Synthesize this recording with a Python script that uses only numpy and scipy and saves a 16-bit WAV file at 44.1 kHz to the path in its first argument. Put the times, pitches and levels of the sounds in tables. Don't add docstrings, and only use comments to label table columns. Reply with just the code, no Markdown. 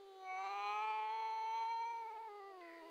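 import sys
import numpy as np
from scipy import signal
from scipy.fft import rfft, irfft, next_fast_len
from scipy.io import wavfile
from scipy.ndimage import map_coordinates

SR = 44100
rng = np.random.default_rng(int(sys.argv[2]) if len(sys.argv) > 2 else 0)


def put_to_file(sound):
    columns = np.atleast_2d(sound).T
    safe = np.clip(columns, -1, 1)
    whole_steps = np.round(safe * 32767)
    wavfile.write(sys.argv[1], SR, whole_steps.astype(np.int16))


N = 127890

# (frequency [Hz], relative level [dB])
AIR_SPECTRUM = [(25, -6), (60, -23.5), (150, -34), (200, -15), (250, -39), (330, -4.5), (450, 7), (600, -9),
                (1700, -10.5), (3000, -13), (4600, -13), (5500, -24), (15500, -29)]
# (time [s], level [dB])
AIR_LEVEL = [(0, -71), (.25, -70), (2.1, -68), (2.5, -71), (2.9, -66)]

# (time [s], pitch [Hz])
PITCH = [(0.0, 395.4), (0.28, 373.3), (0.35, 374), (0.39, 380), (0.41, 388), (0.428, 382), (0.45, 392),
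         (0.47, 385), (0.5, 396), (0.53, 399.2), (0.64, 406), (0.84, 432.3), (1.07, 431.5), (1.12, 442.3),
         (1.45, 444.6), (1.68, 454.5), (1.72, 463.2), (1.76, 453.6), (1.92, 465.8), (2.04, 454.0),
         (2.06, 439), (2.085, 462.0), (2.11, 435), (2.15, 451), (2.18, 422.3), (2.197, 452), (2.24, 450),
         (2.255, 437), (2.28, 438), (2.295, 409.3), (2.385, 413.1), (2.41, 391.1), (2.48, 396), (2.53, 383),
         (2.62, 346.4), (2.71, 331.6), (2.76, 337.7), (2.845, 316.1), (2.86, 335.2), (2.9, 329.8)]
# (time [s], level [dB])
EFFORT = [(0, -58.5), (.19, -56.5), (.26, -50.5), (.3, -44), (.44, -44), (.47, -42.5), (.5, -44.5),
          (.55, -43.5), (.62, -42.5), (.7, -39.5), (.86, -40.5), (1.08, -42.5), (1.44, -42), (1.63, -40.3),
          (1.85, -43), (2.1, -49.5), (2.26, -50.5), (2.33, -53), (2.43, -53), (2.52, -55), (2.9, -57.5)]
# (time [s], shape [0 closed, 1 opening, 2 wide, 3 narrowed, 4 pursed, 5 nasal])
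MOUTH = [(0, 0), (.17, .05), (.24, .55), (.29, 1), (.38, 1.05), (.55, 1.8), (.68, 2), (.9, 2), (1.04, 2.45),
         (1.14, 2.9), (1.4, 3), (1.8, 3), (2.07, 4), (2.27, 4.1), (2.3, 4.7), (2.45, 4.9), (2.6, 5),
         (2.9, 5)]
# (time [s], gain [dB])
DOUBLING = [(0, -54), (.3, -22.5), (.38, -12.5), (.44, -10.5), (.62, -0.5), (.88, -6), (1.1, 0.5),
            (1.33, -4.5), (1.47, -11), (1.53, -7.5), (1.58, -1), (1.64, -8), (1.72, -28.5), (1.86, -28),
            (1.93, -28), (2.2, -29), (2.32, -29), (2.9, -25.5)]
# (time [s], gain [dB])
CHEST = [(0, 1), (.2, -1.5), (.4, -1.5), (.5, 1.5), (1.1, 4), (1.7, -6), (2.1, 8), (2.4, 2), (2.75, -1)]
# (time [s], scale [%])
QUAVER = [(0, .4), (.33, .2), (.44, .8), (.65, .38), (1.5, .45), (1.85, .55), (2.24, 1.25), (2.32, .5),
          (2.9, .8)]
# (time [s], level [dB])
HOARSE = [(.3, -28), (.43, -18), (.68, -23), (1.4, -30), (1.6, -24), (1.8, -31), (2.2, -27), (2.35, -32)]
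# (frequency [Hz], gain [dB])
CLOSED = [(200, -35.5), (390, 1.5), (780, -5), (1170, -14), (1950, -31.5), (2600, -57), (3100, -20.5),
          (3950, -21), (4300, -24), (5000, -58), (6100, -36.5), (7500, -37), (15000, -51)]
OPENING = [(200, -46), (375, -15.5), (560, -21), (730, 8), (790, -5.5), (1130, -4), (1500, -18.5),
           (1880, -22), (2000, -26), (2130, -4), (2250, -2), (2420, -32.5), (2630, -20.5), (3000, -30),
           (3350, -44), (3750, -26.5), (4120, -25.5), (5600, -57), (6000, -28), (6350, -32), (6800, -58),
           (7500, -33), (8800, -69)]
WIDE = [(200, -45), (400, -17), (620, -27), (790, 0), (870, 0), (1050, -8), (1260, -5.5), (1480, -28),
        (1660, -24.5), (1900, -24), (2130, -23), (2330, -11), (2400, -9), (2490, -13), (2700, -23),
        (3400, -26), (3750, -42), (4100, -41), (5000, -51), (5450, -47), (6450, -46), (6900, -58),
        (7600, -46), (8800, -60), (15000, -54)]
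NARROW = [(200, -61), (440, -16), (660, -27.5), (860, 2.5), (940, 2), (1110, -16), (1340, -20.5),
          (1560, -29), (1800, -26), (2000, -22.5), (2250, -13.5), (2460, -22.5), (2900, -31), (3170, -23.5),
          (3350, -23.5), (3600, -44), (4150, -33), (4600, -63), (5600, -56), (6100, -44.5), (7150, -57),
          (8800, -70.5), (15000, -56.5)]
PURSED = [(200, -21), (440, -14.5), (660, -7.5), (840, 0.5), (930, 7.5), (1330, -14.5), (1780, -20),
          (2130, -19), (2300, -8.5), (2700, -32), (3150, -37), (4100, -40), (4700, -47.5), (15000, -64)]
NASAL = [(200, -20), (300, 0), (960, 0), (1220, -2), (1380, -19), (1650, -26), (2020, -8), (2400, -33),
         (2850, -22), (3150, -30), (4150, -33), (4520, -21), (4900, -24), (5400, -46), (6400, -38),
         (7500, -50), (15000, -56)]
# (time [s], centre [Hz], height [dB])
RING = [(.38, 4050, 0), (.515, 4110, 24), (.58, 4050, 16), (.69, 4040, 30), (.77, 4100, 11),
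        (.835, 4110, 19), (.865, 4300, 8), (.885, 4540, 21), (.95, 4540, 21), (1.03, 4470, 12),
        (1.14, 4240, 17), (1.44, 4200, 23), (1.6, 4130, 14), (2.03, 4130, 14), (2.3, 4100, 0)]
# (time [s], height [dB])
TWANG = [(.26, 2.5), (.36, -0.5), (.5, -0.5), (.88, 4), (1.1, -1), (1.67, -3), (1.715, 6.5), (1.75, -10),
         (1.86, 2.5), (2.4, -2.5)]
# (time [s], height [dB])
WHISTLE = [(.3, 3), (.5, 8.5), (.6, 12.5), (.66, 20.5), (.7, 15), (.78, 23.5), (.86, -1.5), (1.05, -7.5),
           (1.15, 9), (1.45, 27), (1.58, 21.5), (1.9, 20.5), (2.05, 30), (2.2, 2)]

# (time [s], starting level before the final halving [dB], centre [Hz])
TICKS = [(.452, -57, 4300), (1.308, -64, 6500), (2.608, -58, 2800), (2.613, -60, 4000)]
# (time [s], length [s], pitch [Hz], glide [Hz/s], level [dB], added level of second harmonic [dB])
SECOND_TONES = [(2.11, .11, 372, -380, -64.5, 10), (2.454, .13, 359.7, -330, -64.5, 8),
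                (2.777, .16, 405.3, -2, -63, -12)]
# (frequency [Hz], gain [dB])
SECOND_TONE_BODY = [(400, -0.5), (800, 0.5), (1200, -33), (2000, -20), (2420, -18), (2830, -13)]
# (frequency [Hz], gain [dB])
RASP_BODY = [(500, -20), (1100, -31), (1500, 0), (1750, -4), (2040, 9), (2300, -6), (2500, 4.5),
             (2850, -26), (4000, -34), (4500, -20), (5000, -45)]
# (time [s], share [0 to 1])
RASP_BREAK = [(2.6, .15), (2.68, .2), (2.73, .7), (2.77, .7), (2.82, .3)]
# (frequency [Hz], relative level [dB per Hz])
RASP_GRIT = [(1000, -35), (1500, -20), (1700, 3), (1950, 8.5), (2350, -3), (2700, -42), (5000, -36)]

RING_WIDTH_HZ = 175
TWANG_HZ, TWANG_WIDTH_HZ = 2330, 150
WHISTLE_HZ, WHISTLE_WIDTH_HZ = 6040, 130
JITTER_PER_S = 75
CYCLE_JITTER, CYCLE_JITTER_PER_S = 0.62, 260
SHIMMER_DB, SHIMMER_PER_S = .6, 130
DRIFT_DB, DRIFT_PER_S = 1.02, 9.204
FLUTTER_DB, FLUTTER_PER_S = 2.1, 80
SMEAR_RAD, SMEAR_PER_S = .95, 6
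HOARSE_COLOUR = .62
YARD_T60_S, YARD_DB = .3, -19
TICK_T60_S, TICK_WIDTH_SHARE = .018, .22
SECOND_TONE_FADE_S = 0.067
RASP_S, RASP_ATTACK_S, RASP_HOLD_S, RASP_RELEASE_S = 2.606, .006, .12, .14
RASP_HZ, RASP_SAG_HZ_PER_S = 512, 210
RASP_DB, RASP_RATTLE_DB, RASP_RATTLE_PER_S = -62, 2.3, 190
TOP_HZ = 15800


def amp(db):
    return 10 ** (np.asarray(db) / 20)


def unit(x):
    return x / np.sqrt(np.mean(x ** 2) + 1e-20)


def along(points, hz):
    f, v = np.transpose(points)
    return np.interp(np.log(hz + 1), np.log(f + 1), v)


def curve(rows):
    return np.interp(np.arange(N) / SR, *np.transpose(rows))


def wobble(rate):
    coarse = np.arange(0, N + 16, 16)
    knots = rng.standard_normal(4096)
    values = map_coordinates(knots, [coarse * rate / SR], mode="wrap")
    return np.interp(np.arange(N), coarse, values)


def filtered(x, response):
    m = next_fast_len(N + SR // 4)
    return irfft(rfft(x, m) * response(np.fft.rfftfreq(m, 1 / SR)), m)[:N]


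def noise(spectrum):
    return unit(filtered(rng.standard_normal(N), lambda hz: amp(along(spectrum, hz))))


def bell(hz, centre_hz, width_hz):
    return 1 / (1 + ((hz - centre_hz) / width_hz) ** 2)


def causal(spectrum, size=4096):
    log_gain = np.log(amp(along(spectrum, np.fft.rfftfreq(size, 1 / SR))))
    cepstrum = irfft(log_gain)
    cepstrum[1:size // 2] *= 2
    cepstrum[size // 2 + 1:] = 0
    return rfft(cepstrum)


def outdoor_air():
    return amp(curve(AIR_LEVEL)) * noise(AIR_SPECTRUM)


def hoarseness(shapes, mouth, phase):
    hiss = np.zeros(N)
    for i, shape in enumerate(shapes):
        share = np.clip(1 - abs(mouth - i), 0, 1)
        hiss += share * noise([(hz, db * HOARSE_COLOUR) for hz, db in shape])
    pulsed = hiss * (1 + 0.33 * np.cos(phase))
    return unit(filtered(pulsed, lambda hz: amp(along([(240, -43), (330, 7)], hz))))


def yowl(count=38):
    shapes = [CLOSED, OPENING, WIDE, NARROW, PURSED, NASAL]
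    throat = np.array([causal(shape) for shape in shapes])
    mouth = np.clip(curve(MOUTH), 0, len(shapes) - 1)
    doubling = amp(curve(DOUBLING))
    quaver = curve(QUAVER)
    unsteadiness = wobble(JITTER_PER_S) + CYCLE_JITTER * wobble(CYCLE_JITTER_PER_S)
    pitch = curve(PITCH) * (1 + quaver / 100 * unsteadiness)
    phase = 2 * np.pi * np.cumsum(pitch) / SR
    ring_hz = curve([(s, hz) for s, hz, db in RING])
    ring_db = curve([(s, db) for s, hz, db in RING])
    twang_db, whistle_db = curve(TWANG), curve(WHISTLE)
    voice, power = np.zeros(N), np.zeros(N)
    for k in np.arange(1, count + 1) / 2:
        hz = k * pitch
        at = [mouth, hz / (SR / 2) * (throat.shape[1] - 1)]
        gain = np.exp(map_coordinates(throat.real, at, order=1))
        lag = map_coordinates(throat.imag, at, order=1)
        peaks_db = ring_db * bell(hz, ring_hz, RING_WIDTH_HZ)
        peaks_db += whistle_db * bell(hz, WHISTLE_HZ, WHISTLE_WIDTH_HZ)
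        peaks_db += twang_db * bell(hz, TWANG_HZ, TWANG_WIDTH_HZ)
        gain *= amp(peaks_db)
        if k % 1:
            gain *= doubling
        if k == 1:
            gain *= amp(curve(CHEST))
        if k > 2:
            drift_db = DRIFT_DB * wobble(DRIFT_PER_S)
            gain *= amp(drift_db + FLUTTER_DB * quaver * wobble(FLUTTER_PER_S))
        if k > 3:
            lag += SMEAR_RAD * wobble(SMEAR_PER_S)
        voice += gain * np.cos(k * phase + lag)
        power += gain ** 2 / 2
    hiss = hoarseness(shapes, mouth, phase)
    level = amp(curve(EFFORT) + SHIMMER_DB * wobble(SHIMMER_PER_S))
    return level * (voice / np.sqrt(power) + amp(curve(HOARSE)) * hiss)


def yard(x):
    t = np.arange(SR // 2) / SR
    tail = rng.standard_normal(len(t)) * amp(-60 * t / YARD_T60_S)
    return amp(YARD_DB) * signal.fftconvolve(x, tail / np.linalg.norm(tail))[:N]


def ticks():
    t, out = np.arange(N) / SR, np.zeros(N)
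    for s, db, centre_hz in TICKS:
        width_hz = TICK_WIDTH_SHARE * centre_hz
        crack = unit(filtered(rng.standard_normal(N), lambda hz: bell(hz, centre_hz, width_hz)))
        out += (t >= s) * amp(db - 60 * abs(t - s) / TICK_T60_S) * crack
    return out / 2


def second_tones(count=7):
    out = np.zeros(N)
    for s, length, hz, glide, db, octave_db in SECOND_TONES:
        t = np.clip(np.arange(N) / SR - s, 0, length)
        pitch = (hz + glide * t) * (1 + 0.00423 * wobble(JITTER_PER_S))
        phase = 2 * np.pi * np.cumsum(pitch) / SR
        tone = np.zeros(N)
        for k in range(1, count + 1):
            partial_db = along(SECOND_TONE_BODY, k * hz) + octave_db * (k == 2)
            tone += amp(partial_db) * np.sin(k * phase)
        fade = np.clip(np.minimum(t, length - t) / SECOND_TONE_FADE_S, 0, 1)
        out += amp(db) * fade * unit(tone)
    return out


def rasp(count=9, rough=0.0119):
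    t = np.clip(np.arange(N) / SR - RASP_S, 0, None)
    pitch = (RASP_HZ - RASP_SAG_HZ_PER_S * t) * (1 + rough * wobble(350))
    phase = 2 * np.pi * np.cumsum(pitch) / SR
    partials = [amp(along(RASP_BODY, k * RASP_HZ)) * np.sin(k * phase) for k in range(1, count + 1)]
    tone = unit(sum(partials))
    broken = curve(RASP_BREAK)
    corners = np.cumsum([0, RASP_ATTACK_S, RASP_HOLD_S, RASP_RELEASE_S])
    envelope = np.interp(t, corners, [0, 1, 1, 0])
    level = amp(RASP_DB + RASP_RATTLE_DB * wobble(RASP_RATTLE_PER_S))
    return level * envelope * (np.sqrt(1 - broken) * tone + np.sqrt(broken) * noise(RASP_GRIT))


def scene():
    near = yowl() + second_tones() + rasp() + ticks()
    return (near + yard(near) + outdoor_air())[None]


def record(dry):
    return np.array([filtered(channel, lambda hz: hz < TOP_HZ) for channel in dry])


dry = scene()
out = record(dry)
put_to_file(out)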